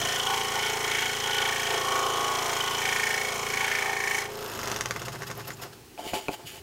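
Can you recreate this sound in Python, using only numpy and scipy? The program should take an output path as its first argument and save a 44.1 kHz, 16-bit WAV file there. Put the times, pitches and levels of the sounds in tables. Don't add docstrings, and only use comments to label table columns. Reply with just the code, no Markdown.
import sys
import numpy as np
from scipy import signal
from scipy.fft import rfft, irfft, next_fast_len
from scipy.io import wavfile
from scipy.ndimage import uniform_filter1d

SR = 44100
rng = np.random.default_rng(int(sys.argv[2]) if len(sys.argv) > 2 else 0)


def to_wav(sig):
    pcm = np.clip(np.atleast_2d(sig), -1, 1) * 32767
    pcm = np.round(pcm).astype(np.int16)
    wavfile.write(sys.argv[1], SR, pcm.T)


N = 291942
T_S = np.arange(N) / SR
IDLE_FROM_S = 4.3
# (time [s], speed [strokes/s])
CRANK_SPEED = [(0, 27.823), (2.6, 27.823), (3, 27.852), (4.3, 27.852), (4.45, 27.95), (4.55, 25.7),
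               (4.75, 22.278), (5.05, 16.182), (5.35, 10.881), (5.65, 6.294), (5.95, 0)]
# (multiple of crank speed, level [dB])
TABLE_ORDERS = [(13, -12), (14, -3), (15, 2), (16, -4), (17, -14), (18, -11), (19, -4), (20, -12)]
# (frequency [Hz], width [Hz], level [dB])
CLAMP_MODES = [(3920, 30, -31), (4980, 24, 5.5), (5250, 170, 4), (6530, 85, 0.5), (6880, 20, 10),
               (7170, 15, 1), (9090, 250, -7), (10420, 65, -3)]
# (frequency [Hz], density [dB per Hz])
RUB_SPECTRUM = [(760, -21), (1300, 6.5), (2080, -2), (2260, -26), (2570, 4), (3680, -2.5), (5050, -2.5),
                (7050, -5.5), (8150, -7.5), (10000, -13), (13000, -55), (22000, -120)]
# (frequency [Hz], density [dB per Hz])
PUFF_SPECTRUM = [(7000, -43), (10500, -10), (13000, -1), (15700, -12)]


def crank():
    first_turn = -.41
    return first_turn + np.cumsum(np.interp(T_S, *np.transpose(CRANK_SPEED))) / SR


def speed_share():
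    s, speed = np.transpose(CRANK_SPEED)
    return np.interp(T_S, s, speed / speed.max())


def saw():
    turns = crank()
    hum, buzz, ring, snap, rattle, rasp = cutting_gains()
    chatter = evened(repeating(turns, memory=3.9, fresh=0.18))
    body = table_hum(turns, hum) + 1.3 * board_growl(turns) + 1.76 * buzz * board_buzz(turns)
    plate = 1.01 * ring * insert_plate(turns, chatter)
    return body + plate + snap * blade(turns, snap, chatter) + rattle * arm(turns) + rasp * teeth(turns)


def cutting_gains():
    # (time [s], table hum [dB], board buzz [dB], insert plate ring [dB])
    body_levels = [(0.0, -42.5, -36, -48), (0.06, -41.5, -37, -39), (0.09, -47, -39.5, -47),
                   (0.31, -40.5, -46, -32.5), (0.43, -40.5, -45, -41.5), (0.57, -43.5, -40.5, -41),
                   (0.65, -40.5, -46, -43), (0.86, -39, -40, -43), (0.95, -41, -44, -44),
                   (1.01, -42, -50, -42), (1.07, -42, -47, -50), (1.3, -41.5, -45, -43),
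                   (1.36, -40, -61, -41), (1.4, -39, -44, -36.5), (1.57, -42.5, -40.5, -41),
                   (1.65, -43, -44.5, -43), (1.74, -34, -37.5, -42), (1.87, -40.5, -43, -32.5),
                   (1.94, -37.5, -38.5, -33), (2.51, -39.5, -38.5, -37.5), (2.65, -40.5, -45.5, -35),
                   (2.9, -41.5, -43.5, -37), (2.98, -42, -46, -37), (3.11, -42, -43, -55),
                   (3.36, -43, -42, -37), (3.53, -40, -47, -41), (3.63, -52, -51, -37),
                   (3.71, -43, -44.5, -51), (3.88, -41.5, -41.5, -40), (4.0, -41.5, -51, -41),
                   (4.1, -42.5, -47, -41), (4.3, -42.5, -40.5, -58)]
    # (time [s], level [dB])
    feed_levels = [(0.04, -37.5), (.13, -35), (.25, -44), (.33, -33), (.51, -40), (.65, -33.5),
                   (.79, -38.5), (.97, -30), (1.16, -39), (1.48, -34), (1.74, -34), (1.84, -42.5),
                   (1.98, -36), (2.07, -46), (2.53, -35.5), (2.73, -41), (2.86, -31.5), (3.1, -31),
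                   (3.42, -43), (3.55, -31.5), (3.74, -29), (3.93, -36), (4.1, -32.5), (4.18, -33),
                   (4.23, -39)]
    # (time [s], level [dB])
    rattle_levels = [(0.04, -33), (.13, -32.5), (.3, -33), (.55, -36.5), (.67, -33), (.79, -38), (1., -32),
                     (1.16, -34.5), (1.4, -30), (1.62, -36), (1.74, -33), (1.9, -37), (2., -35.5),
                     (2.53, -37), (2.73, -32.5), (3.4, -42.5), (3.64, -37), (4., -45.5), (4.22, -44)]
    # (time [s], level [dB])
    rasp_levels = [(0.04, -36), (1., -37.5), (2., -37), (3., -37), (3.5, -38), (4., -41), (4.18, -35.5),
                   (4.23, -41)]
    cut_end_s, let_go_db_per_s = 4.239, 223
    rasp_share, full_feed_db = 0.17, -32
    held = amp(-let_go_db_per_s * np.maximum(T_S - cut_end_s, 0))
    hum, buzz, ring = gains(body_levels)
    snap, rattle = gains(feed_levels)[0], gains(rattle_levels)[0]
    rasp = gains(rasp_levels)[0] * (snap / amp(full_feed_db)) ** rasp_share
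    return hum * (T_S < IDLE_FROM_S), buzz * held, ring * held, snap * held + 1e-9, rattle * held, rasp * held


def blade(turns, snap, chatter):
    # (frequency [Hz], width [Hz], level [dB])
    snap_modes = [(1815, 210, 0), (2220, 210, 0)]
    # (frequency [Hz], width [Hz], level [dB])
    buzz_modes = [(1680, 540, -11), (1831, 23, 0), (1990, 120, -7), (2194, 39, -2.5)]
    tooth_gap_strokes = .1375
    catches = reversals(turns) + 0.3 * reversals(turns - tooth_gap_strokes)
    burst = resonant(resonant(catches, snap_modes), snap_modes)
    buzzing = resonant(stroke(turns, 0.5, [(0.0023, 0.078, 0.26, 0.8)]) * chatter, buzz_modes)
    digging = np.clip((0.27 - (turns + 0.036) % 1) / 0.21, 0, 1)
    bite = digging * repeating(turns, memory=11.0, fresh=0.19)
    bitten = resonant(resonant(bite, snap_modes), snap_modes)
    burst_gain = 0.83 * (snap / amp(-28.0)) ** 0.4
    buzz_gain = 0.54 * (snap / amp(-17.5)) ** -.3
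    return burst_gain * burst + 0.48 * bitten + buzz_gain * buzzing


def teeth(turns):
    # (frequency [Hz], density [dB per Hz])
    rasp_spectrum = [(2120, -62), (3600, -7), (4360, 3.5), (4730, -17.5), (5930, 7.5), (7690, -12.5),
                     (9000, -3.5), (11700, -45), (19800, -120)]
    # (frequency [Hz], density [dB per Hz])
    dust_spectrum = [(5000, -27), (7500, 2), (9500, -8), (12500, -4), (15700, -9)]
    bite = stroke(turns, 0.19, [(-.03, 0.056, 0.19, 2.45), (.55, 0.083, 0.25, 1.1)]) * grains(1.5)
    dust = stroke(turns, 0.32, [(.0, 0.079, 0.1, 1.45), (.5, 0.071, 0.45, 1.1)]) * grains(3.0)
    clamp = resonant(bite, CLAMP_MODES)
    return 0.75 * shaped(bite, rasp_spectrum) + 0.5 * clamp + 0.52 * shaped(dust, dust_spectrum)


def table_hum(turns, hum):
    # (frequency [Hz], width [Hz], level [dB])
    table_modes = [(415, 75, 0), (528, 20, -6), (222, 20, -9)]
    steady_db = -42.5
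    steady = amp(steady_db) * (T_S < IDLE_FROM_S) * orders(turns, TABLE_ORDERS)
    surge = np.sqrt(np.maximum(hum ** 2 - amp(2 * steady_db), 0.023 * hum ** 2))
    knocks = 60.0 * reversals(turns) + .5 * repeating(turns, memory=7.3, fresh=0.34)
    return steady + surge * resonant(resonant(knocks, table_modes), table_modes)


def board_buzz(turns):
    # (frequency [Hz], width [Hz], level [dB])
    board_modes = [(522, 49, -3.5), (688, 14, 6), (728, 24, -5), (1046, 41, -6), (1219, 26, 2),
                   (840, 430, -2.5)]
    force = stroke(turns, 0.57, [(0.029, 0.045, 0.73, 0.49)])
    return resonant(force * repeating(turns, memory=7.7, fresh=0.12), board_modes)


def board_growl(turns):
    # (time [s], level [dB])
    growl_levels = [(0.0, -54), (0.2, -41), (0.31, -31.5), (0.38, -33.5), (0.47, -41), (0.53, -43),
                    (0.56, -35.5), (0.92, -46), (1.02, -37), (1.21, -46), (1.31, -40), (1.63, -47),
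                    (1.7, -39), (1.82, -45), (1.89, -40), (2.89, -39.5), (2.98, -48), (3.04, -39.5),
                    (3.24, -45.5), (3.34, -56), (3.42, -43), (3.5, -50), (3.65, -37.5), (3.75, -49),
                    (3.89, -39), (3.95, -44), (4.2, -42), (4.25, -46)]
    # (frequency [Hz], width [Hz], level [dB])
    growl_modes = [(791, 60, 5), (844, 53, -1), (869, 23, 1), (897.6, 6.8, 9.5)]
    ringing = resonant(resonant(repeating(turns, memory=7.1, fresh=0.044), growl_modes), growl_modes)
    return gains(growl_levels)[0] * (T_S < IDLE_FROM_S) * ringing


def insert_plate(turns, chatter):
    # (frequency [Hz], width [Hz], level [dB])
    plate_modes = [(1057, 30, -4), (1113, 26, 0)]
    return resonant(20.0 * reversals(turns) + 0.55 * chatter, plate_modes)


def arm(turns):
    # (frequency [Hz], width [Hz], level [dB])
    arm_modes = [(1468, 27.4, 9.9), (3044, 102, 8.1), (3219, 69, 6.6)]
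    looseness = amp(2.5 * evened(uniform_filter1d(rng.standard_normal(N), size=200)))
    force = stroke(turns, 0.27, [(.03, 0.061, 0.33, 1.8), (.6, 0.048, 0.2, 1.2)])
    return resonant(force * repeating(turns, memory=3.6, fresh=0.67) * looseness, arm_modes)


def frame():
    # (multiple of crank speed, level [dB])
    shake_orders = [(1, -8), (3, -6), (4, -3.5), (5, -2), (6, -11), (7, -13), (8, -5), (9, -9), (10, -10),
                    (11, -12), (12, -11.5)]
    # (time [s], level [dB])
    shake_levels = [(0.04, -41.5), (0.1, -46.5), (2.87, -46), (3.19, -49.5), (3.55, -45.5), (3.72, -50),
                    (4.48, -49), (4.62, -45.5), (5.3, -44.5), (5.6, -50.5), (5.78, -56), (5.9, -69),
                    (5.96, -75)]
    # (frequency [Hz], width [Hz], level [dB])
    stand_modes = [(123, 26, 0), (72, 25, -6), (165, 40, -7), (225, 40, -8), (330, 50, -9)]
    offset_strokes = .22
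    turns, speed = crank(), speed_share()
    drive = 47.0 * reversals(turns - offset_strokes) + repeating(turns, memory=17.0, fresh=0.24)
    stand = resonant(resonant(drive, stand_modes), stand_modes)
    shake = speed ** 2.9 * orders(turns, shake_orders)
    return gains(shake_levels)[0] * (shake + np.maximum(1.1 - 1.14 * speed ** 16.0, .03) * stand)


def coasting():
    # (frequency [Hz], width [Hz], level [dB])
    loose_modes = [(400, 45, 0), (225, 45, -5), (500, 60, -5), (330, 50, -6)]
    # (frequency [Hz], width [Hz], level [dB])
    idle_modes = [(712, 70, -4.5), (856, 10.5, -1.5), (990, 390, -6), (1200, 65, -23)]
    offset_strokes = .22
    turns, speed = crank() - offset_strokes, speed_share()
    hum, rumble, rub, puff = idling_gains()
    bunch = amp(9. * (1 - speed) ** .6 * np.cos(2 * np.pi * turns))
    ringing = resonant(resonant(17.0 * reversals(turns) + rng.standard_normal(N), loose_modes), loose_modes)
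    knocked = 0.97 * np.clip(1 - speed ** 44.0, .15, 1) * bunch * ringing
    table = 1.86 * speed ** 20 * orders(turns, TABLE_ORDERS) + knocked
    low = resonant(bunch * stroke(turns, 0.4, [(0.00046, 0.16, 0.99, 0.93)]) * grains(1.2), idle_modes)
    drag = bunch * stroke(turns, 0.087, [(-.05, 0.22, 0.52, 1.9), (.55, 0.026, 0.04, 5.1)]) * grains(2.0)
    pumping = stroke(turns, 0.21, [(0., 0.03, 0.1, 1.5), (.55, 0.044, 0.092, 1.)])
    air = .5 * speed * pumping * rng.standard_normal(N)
    rubbing = 0.77 * shaped(drag, RUB_SPECTRUM) + 0.24 * resonant(drag, CLAMP_MODES)
    return hum * table + rumble * low + rub * rubbing + puff * shaped(air, PUFF_SPECTRUM)


def idling_gains():
    # (time [s], rub level [dB], bellows level [dB])
    coast_levels = [(4.3, -43, -57), (4.45, -39, -49.5), (4.6, -38, -49), (4.71, -33.5, -47),
                    (4.85, -41, -52), (5.1, -44, -53), (5.26, -44.5, -53), (5.46, -46, -49),
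                    (5.62, -51, -48), (5.73, -47.5, -47), (5.96, -110, -88)]
    # (level at the reference rub [dB], share of the rub's dB changes followed)
    coast_parts = [(-44.5, 0.81), (-40.5, 0.9)]
    rub_reference_db = -40.5
    rub, puff = gains(coast_levels) * ((T_S >= IDLE_FROM_S) & (T_S < coast_levels[-1][0]))[None]
    hum, rumble = (amp(db) * (rub / amp(rub_reference_db)) ** share for db, share in coast_parts)
    return hum, rumble, rub, puff


def scuffs():
    # (start [s], length before stretch [s], scuff level [dB], puff level [dB])
    scuff_events = [(4.993, 0.015, -41, -48), (5.047, 0.03, -39.5, -49), (5.12, 0.023, -42.5, -52),
                    (5.197, 0.017, -62, -54), (5.265, 0.03, -40.5, -47), (5.373, 0.012, -60, -43),
                    (5.47, 0.027, -41.5, -41), (5.612, 0.039, -41, -44)]
    # (start [s], length [s], frequency [Hz], width [Hz], level [dB])
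    creak_events = [(5.405, .065, 2620, 70, -47), (5.575, .035, 2600, 90, -49),
                    (5.51, .045, 7000, 500, -48)]
    stretch = 1.25
    scuff, puff = sum(amp(db)[:, None] * hump(s, stretch * length, lean=0.58) for s, length, *db in scuff_events)
    grit = grains(0.92)
    creak = sum(amp(db) * hump(s, length, lean=1.6) * resonant(grit, [(hz, width, 0)])
                for s, length, hz, width, db in creak_events)
    scuffing = 1.02 * shaped(grit, RUB_SPECTRUM) + 0.43 * resonant(grit, CLAMP_MODES)
    return scuff * scuffing + puff * shaped(rng.standard_normal(N), PUFF_SPECTRUM) + creak


def linkage():
    # (time [s], low-set level [dB], high set relative to it [dB])
    clacks = [(4.515, -33, -9), (4.55, -29, -4), (4.591, -24, -5), (4.631, -25.5, -0.5), (4.674, -23, 0),
              (4.716, -23.5, 1.5), (4.762, -25, 3), (4.809, -19.5, 1.5), (4.858, -18, -1.5),
              (4.909, -17, -4), (4.962, -19.5, -10), (5.018, -30, 2), (5.083, -22, -8), (5.148, -39, -16),
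              (5.158, -28, -19), (5.221, -24.5, -8), (5.233, -28, -7), (5.302, -24, -13),
              (5.314, -21.5, -7), (5.379, -45, -15), (5.395, -40, -12), (5.407, -29, -21),
              (5.488, -33, -14), (5.505, -25, -10), (5.636, -33, -8)]
    # (nominal frequency [Hz], level [dB], t60 [s])
    low_modes = [(1117, -6.5, 0.029), (1500, -1.5, 0.014), (1850, 1.5, 0.0073), (2070, 1, 0.0094),
                 (2590, -11, 0.013)]
    # (nominal frequency [Hz], level [dB], t60 [s])
    high_modes = [(3600, -3, 0.012), (4770, -5, 0.016), (5720, 1, 0.018), (6420, 3, 0.02),
                  (7360, -6, 0.015)]
    return struck(clacks, (low_modes, high_modes), crack=0.87)


def hands():
    return board_slides() + table_pushes() + board_bumps()


def board_slides():
    # (frequency [Hz], width [Hz], level [dB])
    wood_modes = [(393, 50, 2), (520, 70, -5), (633, 50, 0), (700, 30, 2), (850, 22, 3)]
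    # (frequency [Hz], density [dB per Hz])
    scrape_spectrum = [(710, -49), (1200, -14), (2050, -7.5), (2930, -5.5), (4810, -15), (5530, -15),
                       (7010, -14), (15700, -18.5)]
    # (frequency [Hz], width [Hz], level [dB])
    squeak_modes = [(2280, 70, -3), (2950, 160, 0), (4320, 80, -7), (4650, 160, -9), (6830, 100, -6)]
    rumble, scrape = sliding_gains()
    slips = rng.standard_normal(N) * amp(26.0 * uniform_filter1d(rng.standard_normal(N), size=100))
    scraping = 1.35 * shaped(grains(3.8), scrape_spectrum) + 1.1 * resonant(slips, squeak_modes)
    return rumble * resonant(slips, wood_modes) + scrape * scraping


def sliding_gains():
    # (start [s], rise [s], fall [s], wood rumble level [dB], scrape level [dB])
    slides = [(5.98, 0.0098, 0.071, -40.5, -51), (6.035, 0.055, 0.03, -42.5, -43),
              (6.125, 0.02, 0.052, -32.5, -39.5), (6.202, 0.012, 0.087, -49, -51),
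              (6.296, 0.047, 0.0069, -39.5, -42), (6.358, 0.03, 0.07, -48, -60),
              (6.452, 0.022, 0.046, -59, -44.5), (6.51, 0.036, 0.052, -49, -50)]
    sag_db, stop_s = -6, 0.0059
    out = np.zeros((2, N))
    for start, rise, fall, *db in slides:
        u = np.maximum(T_S - start, 0)
        sag = amp(sag_db * np.clip((u - rise) / fall, 0, 1))
        stop = np.exp(-np.maximum(u - rise - fall, 0) / stop_s)
        out += amp(db)[:, None] * np.minimum(u / rise, 1) * sag * stop
    return out


def table_pushes():
    # (centre time [s], envelope level [dB], frequency [Hz])
    thumps = [(6.131, -38, 101), (6.289, -46, 120), (6.452, -40, 129), (6.472, -47, 109), (6.534, -50, 150),
              (6.585, -48, 120), (6.61, -43, 85)]
    return sum(amp(db) * np.exp(-((T_S - s) * hz) ** 2) * np.sin(2 * np.pi * hz * (T_S - s))
               for s, db, hz in thumps)


def board_bumps():
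    # (time [s], low-set level [dB], deep set relative to it [dB], high set relative to it [dB])
    bumps = [(5.977, -35.5, -17, 0), (5.988, -31.5, -21, -22), (6.066, -39, 9, -10), (6.134, -22.5, -7, -7),
             (6.139, -24.5, -2, -3), (6.163, -44, 14, -15), (6.2835, -24.5, -3, 7), (6.291, -26, 4, -25)]
    # (nominal frequency [Hz], level [dB], t60 [s])
    low_modes = [(480, -5, .04), (573, -3, 0.045), (675, -1, .06), (732, 0, 0.07), (861, -5, .08),
                 (960, -7, .035)]
    # (nominal frequency [Hz], level [dB], t60 [s])
    deep_modes = [(290, -1, 0.046), (385, -1.5, 0.068)]
    # (nominal frequency [Hz], level [dB], t60 [s])
    high_modes = [(1040, -0.5, 0.023), (1440, 1, 0.023), (2390, 6, 0.022), (2560, 2, 0.025),
                  (3060, -23, .012), (4120, -15, 0.037)]
    return struck(bumps, (low_modes, deep_modes, high_modes), crack=0.25)


def workshop(x):
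    t = np.arange(12000) / SR
    t60_s = 0.11
    tail = rng.standard_normal(len(t)) * amp(-60 * t / t60_s) * (t > .004)
    return signal.fftconvolve(x, tail / np.linalg.norm(tail))[:N]


def workshop_floor(near):
    # (frequency [Hz], density [dB per Hz])
    room_spectrum = [(18, -43), (30, 5), (75, 12), (117, 12), (178, 7), (391, 15.5), (626, -4), (714, 6),
                     (1030, -0.5), (2860, -0.5), (3820, -4.5), (4130, -1.5), (13800, -9), (15700, -7)]
    room_db, duck_share, duck_from_db = -50.5, 0.4, -34
    loud_db = 10 * np.log10(abs(uniform_filter1d(near ** 2, size=20000)) + 1e-12)
    gain = amp(room_db - duck_share * np.maximum(loud_db - duck_from_db, 0))
    return gain * shaped(rng.standard_normal(N), room_spectrum)


def amp(db):
    return 10 ** (np.asarray(db) / 20)


def evened(x):
    return x / np.sqrt(np.mean(x ** 2) + 1e-20)


def gains(rows):
    s, *columns = np.transpose(rows)
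    return [amp(np.interp(T_S, s, c)) for c in columns]


def shaped(x, points):
    hz, db = np.transpose(points)
    size = next_fast_len(N)
    bins_hz = np.fft.rfftfreq(size, 1 / SR)
    gain = amp(np.interp(np.log(bins_hz + 1), np.log(hz), db))
    return evened(irfft(rfft(x, size) * gain, size)[:N])


def resonant(x, modes):
    out = np.zeros(N)
    for hz, width, db in modes:
        out += amp(db) * signal.lfilter(*signal.iirpeak(hz, hz / width, SR), x)
    return evened(out)


def struck(events, sets, crack):
    t, out = np.arange(4000) / SR, np.zeros(N + 4000)
    for s, db, *set_db in events:
        parts = []
        for modes in sets:
            ring = np.zeros(len(t))
            for (hz, level_db, t60), p in zip(modes, rng.random(len(modes))):
                decay = amp(level_db - 60 * t / np.maximum(t60, .003))
                detuned_hz = hz * (1 + 0.012 * (p - .5))
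                ring += decay * np.sin(2 * np.pi * (detuned_hz * t + p))
            ring = ring * np.minimum(t / .0003, 1)
            parts.append(ring / abs(ring).max())
        noise = uniform_filter1d(rng.standard_normal(len(t)), size=3)
        parts[-1] = parts[-1] + crack * noise * np.exp(-t / .0015)
        out[round(s * SR):][:len(t)] += amp(db) * (amp([0, *set_db]) @ np.array(parts))
    return out[:N]


def repeating(turns, memory, fresh):
    whole = np.floor(turns).astype(int) + 1
    since = np.arange(N) - np.interp(whole - 1, turns, np.arange(N)).astype(int)
    pattern = rng.standard_normal((whole[-1] + 1, 1600))
    pattern = evened(signal.lfilter([1], [1, -np.exp(-1 / memory)], pattern, axis=0))
    return pattern[whole, since % pattern.shape[1]] + fresh * rng.standard_normal(N)


def stroke(turns, base, humps):
    force = base
    for place, rise, fall, height in humps:
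        u = (turns - place) % 1
        force = force + height * (1 - np.exp(-u / rise)) * np.exp(-u / fall)
    return evened(force)


def orders(turns, table):
    return evened(sum(amp(db) * np.sin(2 * np.pi * (k * turns + rng.random())) for k, db in table))


def reversals(turns):
    return np.diff(np.floor(turns + 0.0315), prepend=-1.)


def grains(rough_db):
    return rng.standard_normal(N) * amp(rough_db * evened(uniform_filter1d(rng.standard_normal(N), size=25)))


def hump(start, length, lean):
    return np.sin(np.pi * np.clip((T_S - start) / length, 0, 1) ** lean) ** 2


def scene():
    blows = linkage() + hands()
    near = saw() + frame() + coasting() + scuffs() + blows + amp(-7.5) * workshop(blows)
    return (near + workshop_floor(near))[None]


def record(dry):
    edge_hz = 15830
    lowpass = signal.firwin(511, edge_hz, window=("kaiser", 9), fs=SR)
    return signal.oaconvolve(dry, lowpass[None], "same")


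dry = scene()
out = record(dry)
to_wav(out)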